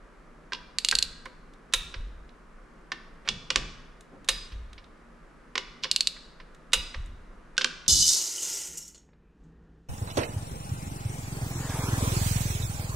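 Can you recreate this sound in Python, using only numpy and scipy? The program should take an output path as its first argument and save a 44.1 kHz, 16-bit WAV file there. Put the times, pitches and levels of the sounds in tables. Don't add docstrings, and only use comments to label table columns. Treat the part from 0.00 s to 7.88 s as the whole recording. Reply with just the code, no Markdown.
import sys
import numpy as np
from scipy import signal
from scipy.fft import rfft, irfft, next_fast_len
from scipy.io import wavfile
from scipy.ndimage import uniform_filter1d

SR = 44100
rng = np.random.default_rng(int(sys.argv[2]) if len(sys.argv) > 2 else 0)


def dump_mix(stems):
    frames = np.atleast_2d(stems).T
    limited = np.clip(frames, -1, 1)
    pcm = np.round(limited * 32767).astype(np.int16)
    wavfile.write(sys.argv[1], SR, pcm)


N = 347508
TIME = np.arange(N) / SR


def from_db(db):
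    return 10 ** (np.asarray(db) / 20)


def rms_one(x):
    return x / np.sqrt(np.mean(x ** 2) + 1e-20)


def at_hz(points, hz):
    known_hz, values = np.transpose(points)
    return np.interp(np.log(np.maximum(hz, 1)), np.log(known_hz), values)


def dying(t, t60):
    return np.exp(-np.log(1000) * t / t60)


def add(track, s, sound):
    start = int(s * SR)
    track[..., start:start + sound.shape[-1]] += sound[..., :N - start]


def coloured_noise(colour, size):
    spectrum = rfft(rng.standard_normal(size))
    gain = from_db(at_hz(colour, np.fft.rfftfreq(size, 1 / SR)))
    return rms_one(irfft(spectrum * gain, size))


def spread(mid, side, side_db):
    return mid + from_db(side_db) * side * np.array([[1], [-1]])


def background(colour, side_db):
    bass_cut = signal.butter(2, 130, "high", fs=SR, output="sos")
    side = signal.sosfilt(bass_cut, coloured_noise(colour, size=N))
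    return spread(coloured_noise(colour, size=N), side, side_db)


# pitch_hz [Hz], level_db [dB]
DRONE_NOTES = [(97, -79.5), (160, -68.5), (235, -68)]


def drone(width_hz):
    out = np.zeros(N)
    for hz, db in DRONE_NOTES:
        b, a = signal.iirpeak(hz, hz / width_hz, fs=SR)
        out += from_db(db) * rms_one(signal.lfilter(b, a, rng.standard_normal(N)))
    return out


# pitch_hz [Hz], density_db [dB per Hz]
HUM_COLOUR = [(12, -30), (20, 5), (46, -6), (56, -11.5), (70, -29.5), (116, -25.5), (154, -15.5),
              (500, -19.5), (800, -26.5), (1190, -20.5), (1700, -25), (2600, -35), (3600, -42), (5200, -44),
              (10000, -50), (16000, -76.5)]


def room_hum():
    return from_db(-52) * background(HUM_COLOUR, side_db=-6) + drone(width_hz=3.9)


# pitch_hz [Hz], density_db [dB per Hz]
CLOTH_COLOUR = [(60, -24), (120, -9.5), (170, -3), (300, -6.5), (600, -11), (1200, -16.5), (2500, -31),
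                (6000, -48), (14000, -71)]
# fastest_s [s], length_s [s], level_db [dB]
SWINGS_OF_ARM = [(0.5, 1.26, -61.5), (1.62, 0.46, -62), (3.3, .9, -60), (3.6, 0.25, -53),
                 (4.28, 0.32, -61.5), (5.78, .4, -62.5), (6.83, .35, -58), (7.8, .6, -67)]


def sleeves():
    rise = 0.39
    power = from_db(-66.5) ** 2
    for s, length, db in SWINGS_OF_ARM:
        speed = np.interp(TIME, [s - rise * length, s, s + (1 - rise) * length], [0, 1, 0])
        power = power + from_db(db) ** 2 * speed
    return np.sqrt(power) * background(CLOTH_COLOUR, side_db=-12.5)


# start_s [s], length_s [s], level_db [dB], centre_hz [Hz], width [octaves]
HANDLE_BRUSHES = [(3.246, .04, -49.5, 804, 3.2), (4.1, 0.088, -53.5, 259.7, 2.5),
                  (5.822, .04, -41.5, 4200, 0.61)]


def brushes():
    out = np.zeros(N)
    for s, length, db, hz, octaves in HANDLE_BRUSHES:
        size = int(length * SR)
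        grains = rng.standard_normal(size) * from_db(3.7 * rng.standard_normal(size))
        edges = hz * 2 ** (octaves * np.array([-.5, .5]))
        band = signal.butter(2, edges, "band", fs=SR, output="sos")
        swell = np.sin(np.linspace(0, np.pi, size))
        add(out, s, from_db(db) * rms_one(signal.sosfilt(band, grains)) * swell)
    return out


# start_s [s], sway_db [dB], t60_s [s], thud_db [dB] (thud of the boards)
GEARBOX_SHOVES = [(0.93, -41, 0.98, -66), (3.29, -44, 0.45, -42), (3.505, -51.5, 0.35, -46.5),
                  (3.56, -31.5, 0.57, -41)]


def jolts():
    lurch, swing_back = (.016, 0.5, .5, -16), (.222, 3.5, 0.89, -28)
    events = list(GEARBOX_SHOVES)
    for s, _, _, pull_db in BREAKS:
        for delay_s, sway_db, t60, thud_db in (lurch, swing_back):
            events.append((s + delay_s, pull_db + sway_db, t60, pull_db + thud_db))
    return events


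# pitch_hz [Hz], density_db [dB per Hz]
SWAY_COLOUR = [(15, -21.5), (27, 0.5), (40, -3.5), (55, -6.5), (72, -16.5), (95, -18.5), (125, -34),
               (250, -49), (600, -79.5)]
# pitch_hz [Hz], density_db [dB per Hz]
BOARD_COLOUR = [(50, -15.5), (90, 0.5), (120, -0.5), (170, 3), (240, -4.5), (320, -16), (500, -13.5),
                (800, -36), (2000, -70)]


def bench():
    out, t = np.zeros(N), TIME[:SR]
    for s, db, t60, thud_db in jolts():
        sway = signal.hilbert(coloured_noise(SWAY_COLOUR, size=SR))
        sway = rms_one(sway.real / (abs(sway) + 0.61))
        rumble = from_db(db) * sway * dying(t, t60)
        thud = from_db(thud_db) * coloured_noise(BOARD_COLOUR, size=SR) * dying(t, 0.71)
        onset = 1 - np.exp(-t / 0.012)
        add(out, s, (rumble + thud) * onset)
    return out


# pitch_hz [Hz], t60_s [s]
DECAY_TIMES = [(150, 2.04), (500, 0.03), (1400, 0.99), (3700, 0.69), (7000, 0.7), (14000, 0.25)]
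# pitch_hz [Hz], echo_db [dB]
ECHO_LEVELS = [(150, 6.5), (400, -3.5), (1000, -6.5), (2000, -11), (4000, -11), (8000, -16), (14000, -9)]


def workshop(x, early_db, early_t60, side_db):
    t, edges, response = TIME[:SR], np.geomspace(100, 16000, num=12), 0
    white = spread(*rng.standard_normal((2, SR)), side_db) / np.sqrt(SR)
    for low, high in zip(edges, edges[1:]):
        hz = np.sqrt(low * high)
        t60 = at_hz(DECAY_TIMES, hz)
        band_filter = signal.butter(2, [low, high], "band", fs=SR, output="sos")
        band = signal.sosfilt(band_filter, np.roll(white, int(hz), axis=-1))
        fade = dying(t, t60) + from_db(early_db) * dying(t, early_t60)
        energy_norm = np.sqrt(2 * np.log(1000) / t60)
        response = response + band * fade * from_db(at_hz(ECHO_LEVELS, hz)) * energy_norm
    response = response * np.clip((t - .002) / 0.006, 0, 1)
    return signal.fftconvolve(x[None], response, axes=-1)[:, :N]


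# pitch_hz [Hz], left_minus_right_db [dB]
PORT_BALANCE = [(300, 0), (1000, -3), (2500, -5.5), (5000, -2.1), (8500, 0), (12000, 3.5)]


def microphones(x, lag_s):
    size = next_fast_len(N + SR)
    hz = np.fft.rfftfreq(size, 1 / SR)
    half = from_db(at_hz(PORT_BALANCE, hz) / 2) * np.exp(-1j * np.pi * hz * lag_s)
    return irfft(rfft(x, size) * np.array([half, 1 / half]), size)[:, :N]


def body_response(gain_db):
    cepstrum = irfft(np.log(from_db(gain_db)))
    half = len(cepstrum) // 2
    cepstrum[1:half] *= 2
    cepstrum[half + 1:] = 0
    return np.exp(rfft(cepstrum))


def contact(colour, level_db, tint_db, t60, rise_s, crack, ring_hz=1500, ring_db=0, ring_width_hz=170, size=4096):
    t, hz = TIME[:size], np.fft.rfftfreq(size, 1 / SR)
    force = rng.standard_normal(size) * dying(t, t60) * (1 - np.exp(-t / rise_s))
    force /= np.linalg.norm(force)
    force[0] += crack
    force = rfft(force)
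    even = -10 * np.log10(uniform_filter1d(abs(force) ** 2, size=48))
    bass, body, treble = tint_db
    tint = at_hz([(700, bass), (1000, body), (2000, body), (2800, 0), (5200, 0), (7000, treble)], hz)
    peak = 1 / (1 + ((hz - ring_hz) / ring_width_hz) ** 2)
    broad_dip = 0.28 / (1 + ((hz - ring_hz) / 700) ** 2)
    ring = ring_db * (peak - broad_dip)
    sound = irfft(force * body_response(at_hz(colour, hz) + even + tint + ring)) * np.linspace(1, 0, size)
    return from_db(level_db) * sound / np.sqrt(np.sum(sound ** 2) / (SR / 100))


# pitch_hz [Hz], level_db [dB], t60_s
# [s]
TUBE_MODES = [(501, -24.5, 0.16), (2320, -23, 0.45), (2770, -22.5, 0.46), (3400, -26.5, .35),
              (3640, -21, .3), (3700, -19, 0.45), (3870, -14.5, 0.24), (3830, -17.5, 0.38),
              (3910, -19, 0.51), (6500, -28.5, 0.4), (7760, -34, .35), (8300, -31.5, .3),
              (10050, -17, 0.17), (13830, -34.5, .25)]


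def tube_ring(level_db, scatter_db, count=12):
    t, out = TIME[:SR // 2], 0
    split_hz = 65
    bins = SR // 2 + 1
    for hz, db, t60 in TUBE_MODES:
        pitches = np.clip(hz + split_hz * rng.standard_normal(count), 1, SR / 2 - 1).astype(int)
        partials = np.zeros(bins, complex)
        partials[pitches] = np.exp(2j * np.pi * rng.random(count))
        cluster = rms_one(irfft(partials, SR)[:len(t)]) / np.sqrt(2)
        gain = from_db(level_db + db + scatter_db * rng.normal())
        out = out + gain * cluster * dying(t, t60)
    return out


# pitch_hz [Hz], level_db [dB], t60_s [s]
BELL_MODES = [(161, -5.5, 0.3), (236.2, -1, 0.16), (354, -5.5, 0.15), (395, -6.5, .3), (501, 0.5, .22)]


def housing_ring(level_db):
    t, modes = TIME[:SR], 0
    for hz, db, t60 in BELL_MODES:
        modes = modes + from_db(db) * np.sin(2 * np.pi * (hz * t + rng.random())) * dying(t, t60)
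    return from_db(level_db) * modes * (1 - np.exp(-t / .003))


# start_s [s], level_db [dB before a common 5.5 dB cut], treble_db [dB]
FAINT_TICKS = [(1.255, -49.5, 11), (1.536, -55, -1), (1.725, -42, -4.5), (2.2914, -53, -12.5),
               (4.008, -49, 8.5), (4.2452, -50.5, 4), (4.278, -45.5, -3.5), (4.7306, -46, -3),
               (4.842, -52, -11.5), (6.547, -54.5, 4.5), (6.721, -42.5, -4.5), (7.06, -56, 21),
               (7.5677, -41, -7), (7.8627, -43, -15)]


def ticks():
    out = np.zeros(N)
    for s, db, treble_db in FAINT_TICKS:
        add(out, s, contact(BREAK_COLOUR, db - 5.5, (0, -3, treble_db), t60=0.021, rise_s=.0005, crack=0.18))
    return out


# pitch_hz [Hz], density_db [dB per Hz]
SOCKET_COLOUR = [(200, -19.5), (420, -8), (700, -15), (850, -14.5), (1020, 0), (1300, -5.5), (1700, -2),
                 (2900, 0.5), (3800, -2), (5200, -3), (7000, -6.5), (9000, -19), (12000, -41.5),
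                 (16000, -55.5)]
# start_s [s], level_db [dB], dullness_db [dB], ring_hz [Hz], ring_db [dB]
SOCKET_KNOCKS = [(0.5213, -32.5, 9, 1600, 14), (0.532, -30, -5.5, 995, 17.5),
                 (0.5463, -39.5, -4.5, 976, 13), (0.9247, -24.5, 12, 1545, 13),
                 (1.2564, -38, 14, 1120, 3.5), (1.9409, -37, 4.5, 1670, 8), (2.9184, -28.5, 6, 1720, 8),
                 (3.2761, -33, 7.5, 2128, -1), (3.288, -21.5, -7, 3500, 8), (3.5032, -23, -2.5, 1586, 3),
                 (3.5586, -18.5, -0.5, 2497, -1), (4.52, -49, 1, 2000, -4), (4.779, -47.5, 1, 2330, 7),
                 (5.5544, -27, 5, 2200, 3), (5.5779, -25, 0, 2210, 5.5), (5.8356, -28.5, -14, 2376, 3.5),
                 (5.8425, -29, -2.5, 1560, 3.5), (5.851, -38, 15, 1790, 1), (6.163, -48, 13, 1700, 7),
                 (6.4, -46, 9.5, 2100, -0.5), (6.9428, -37, 8.5, 2140, 2), (7.579, -19, -7.5, 1530, 29.5),
                 (7.611, -29, 0, 1540, 2), (7.616, -27.5, -11, 1600, 8), (7.6444, -19.5, -3.5, 1510, 18)]


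def socket():
    out = np.zeros(N)
    for s, db, dull_db, hz, ring_db in SOCKET_KNOCKS:
        force_db = db + 21.5
        softness = from_db(-.35 * force_db)
        treble_db = -3.5 + 0.84 * force_db
        add(out, s, contact(SOCKET_COLOUR, db, (dull_db - 1, dull_db, treble_db), t60=.019 * softness,
                            rise_s=0.00048 * softness, crack=0.18, ring_hz=hz, ring_db=ring_db))
        add(out, s, tube_ring(db - 22, scatter_db=1.0))
        add(out, s, housing_ring(db - 28.5 + .4 * dull_db))
    return out


# pitch_hz [Hz], density_db [dB per Hz]
CLICK_COLOUR = [(150, -58), (250, -30), (476, -30), (748, -38), (988, -31), (1950, -20.5), (2860, -9),
                (3170, -14), (3400, -9), (4410, -0.5), (5630, -14), (7440, -10.5), (9830, -20.5),
                (13400, -40), (16000, -54)]
# start_s [s], bass_db [dB], treble_db [dB]
SWINGS_BACK = [(0.7, 1.5, 1), (5.8, -16.5, -1.5)]
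# start_s [s], level_db [dB before a common trim], body_db [dB], ring_hz [Hz]
PAWL_DROPS = [(0.7856, -23.5, 7, 4790), (0.848, -21.5, 5.5, 2900), (0.887, -20.5, 2.5, 3420),
              (0.9129, -22, 1.5, 2500), (0.953, -20, -5.5, 4490), (0.9874, -21, -4.5, 4230),
              (1.0261, -20.5, -3, 4090), (5.9141, -20, -5, 5080), (5.9621, -20.5, -2.5, 2840),
              (6.0076, -19.5, 0, 4390), (6.0723, -20, -1.5, 3840)]


def ratchet():
    out = np.zeros(N)
    for s, db, body_db, hz in PAWL_DROPS:
        _, bass_db, treble_db = [swing for swing in SWINGS_BACK if swing[0] < s][-1]
        add(out, s, contact(CLICK_COLOUR, db + 0.25, (bass_db, body_db, treble_db), t60=0.018, rise_s=0.000074,
                            crack=1.0, ring_hz=hz, ring_db=7, ring_width_hz=230))
        add(out, s, tube_ring(db - 17.5, scatter_db=2.5))
    return out


# start_s [s], pitch_hz [Hz], level_db [dB], free_s [s until damped]
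STEEL_NOTES = [(4.288, 4931, -38, 0.16), (6.731, 2860, -35, 0.057), (6.733, 4900, -40, 0.185)]


def singing(split_hz, twin_db):
    out, t = np.zeros(N), TIME[:SR]
    free_t60, grip_t60 = 0.96, 0.17
    for s, hz, db, free_s in STEEL_NOTES:
        twin = np.sin(2 * np.pi * ((hz + split_hz) * t + rng.random()))
        pair = np.sin(2 * np.pi * hz * t) + from_db(twin_db) * twin
        choke = dying(np.maximum(t - free_s, 0), grip_t60)
        add(out, s, from_db(db) * pair * dying(t, free_t60) * choke)
    return out


# pitch_hz [Hz], density_db [dB per Hz]
BREAK_COLOUR = [(200, -35), (460, -13.5), (750, -18.5), (1050, -2.5), (1400, -2), (1800, 0.5), (2800, -1.5),
                (3300, -1.5), (3800, 4.5), (4500, -6), (6600, -5.5), (9000, -10), (12000, -24),
                (16000, -42)]
# [dB, reference for the gearbox's jolts]
BREAKS = [(1.7363, -18, 3845, -34.5), (4.2872, -18.5, 4350, -36), (6.7325, -16, 2840, -33)]


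def break_over():
    out = np.zeros(N)
    for s, db, hz, _ in BREAKS:
        add(out, s, contact(BREAK_COLOUR, db + 0.51, (0, -3.5, 1.5), t60=0.044, rise_s=0.00044,
                            crack=0.15, ring_hz=hz, ring_db=8.5))
        add(out, s, tube_ring(db - 3.5, scatter_db=3.0))
    return out


def scene():
    pawl, snaps, knocks, rubs = ratchet(), break_over(), socket() + ticks(), brushes()
    notes = singing(split_hz=25, twin_db=-8.5)
    direct = microphones(pawl + snaps + knocks + rubs + notes, lag_s=1 / (2 * SR))
    sent = from_db(-4.5) * pawl + from_db(-1.0) * snaps + from_db(-0.85) * knocks + rubs + from_db(-8.5) * notes
    room = workshop(sent, early_db=6.5, early_t60=0.088, side_db=-7.0)
    return direct + room + bench() + sleeves() + room_hum()


def record(dry):
    return signal.sosfilt(signal.ellip(10, .1, 80, 16000, fs=SR, output="sos"), dry)


dry = scene()
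out = record(dry)
dump_mix(out)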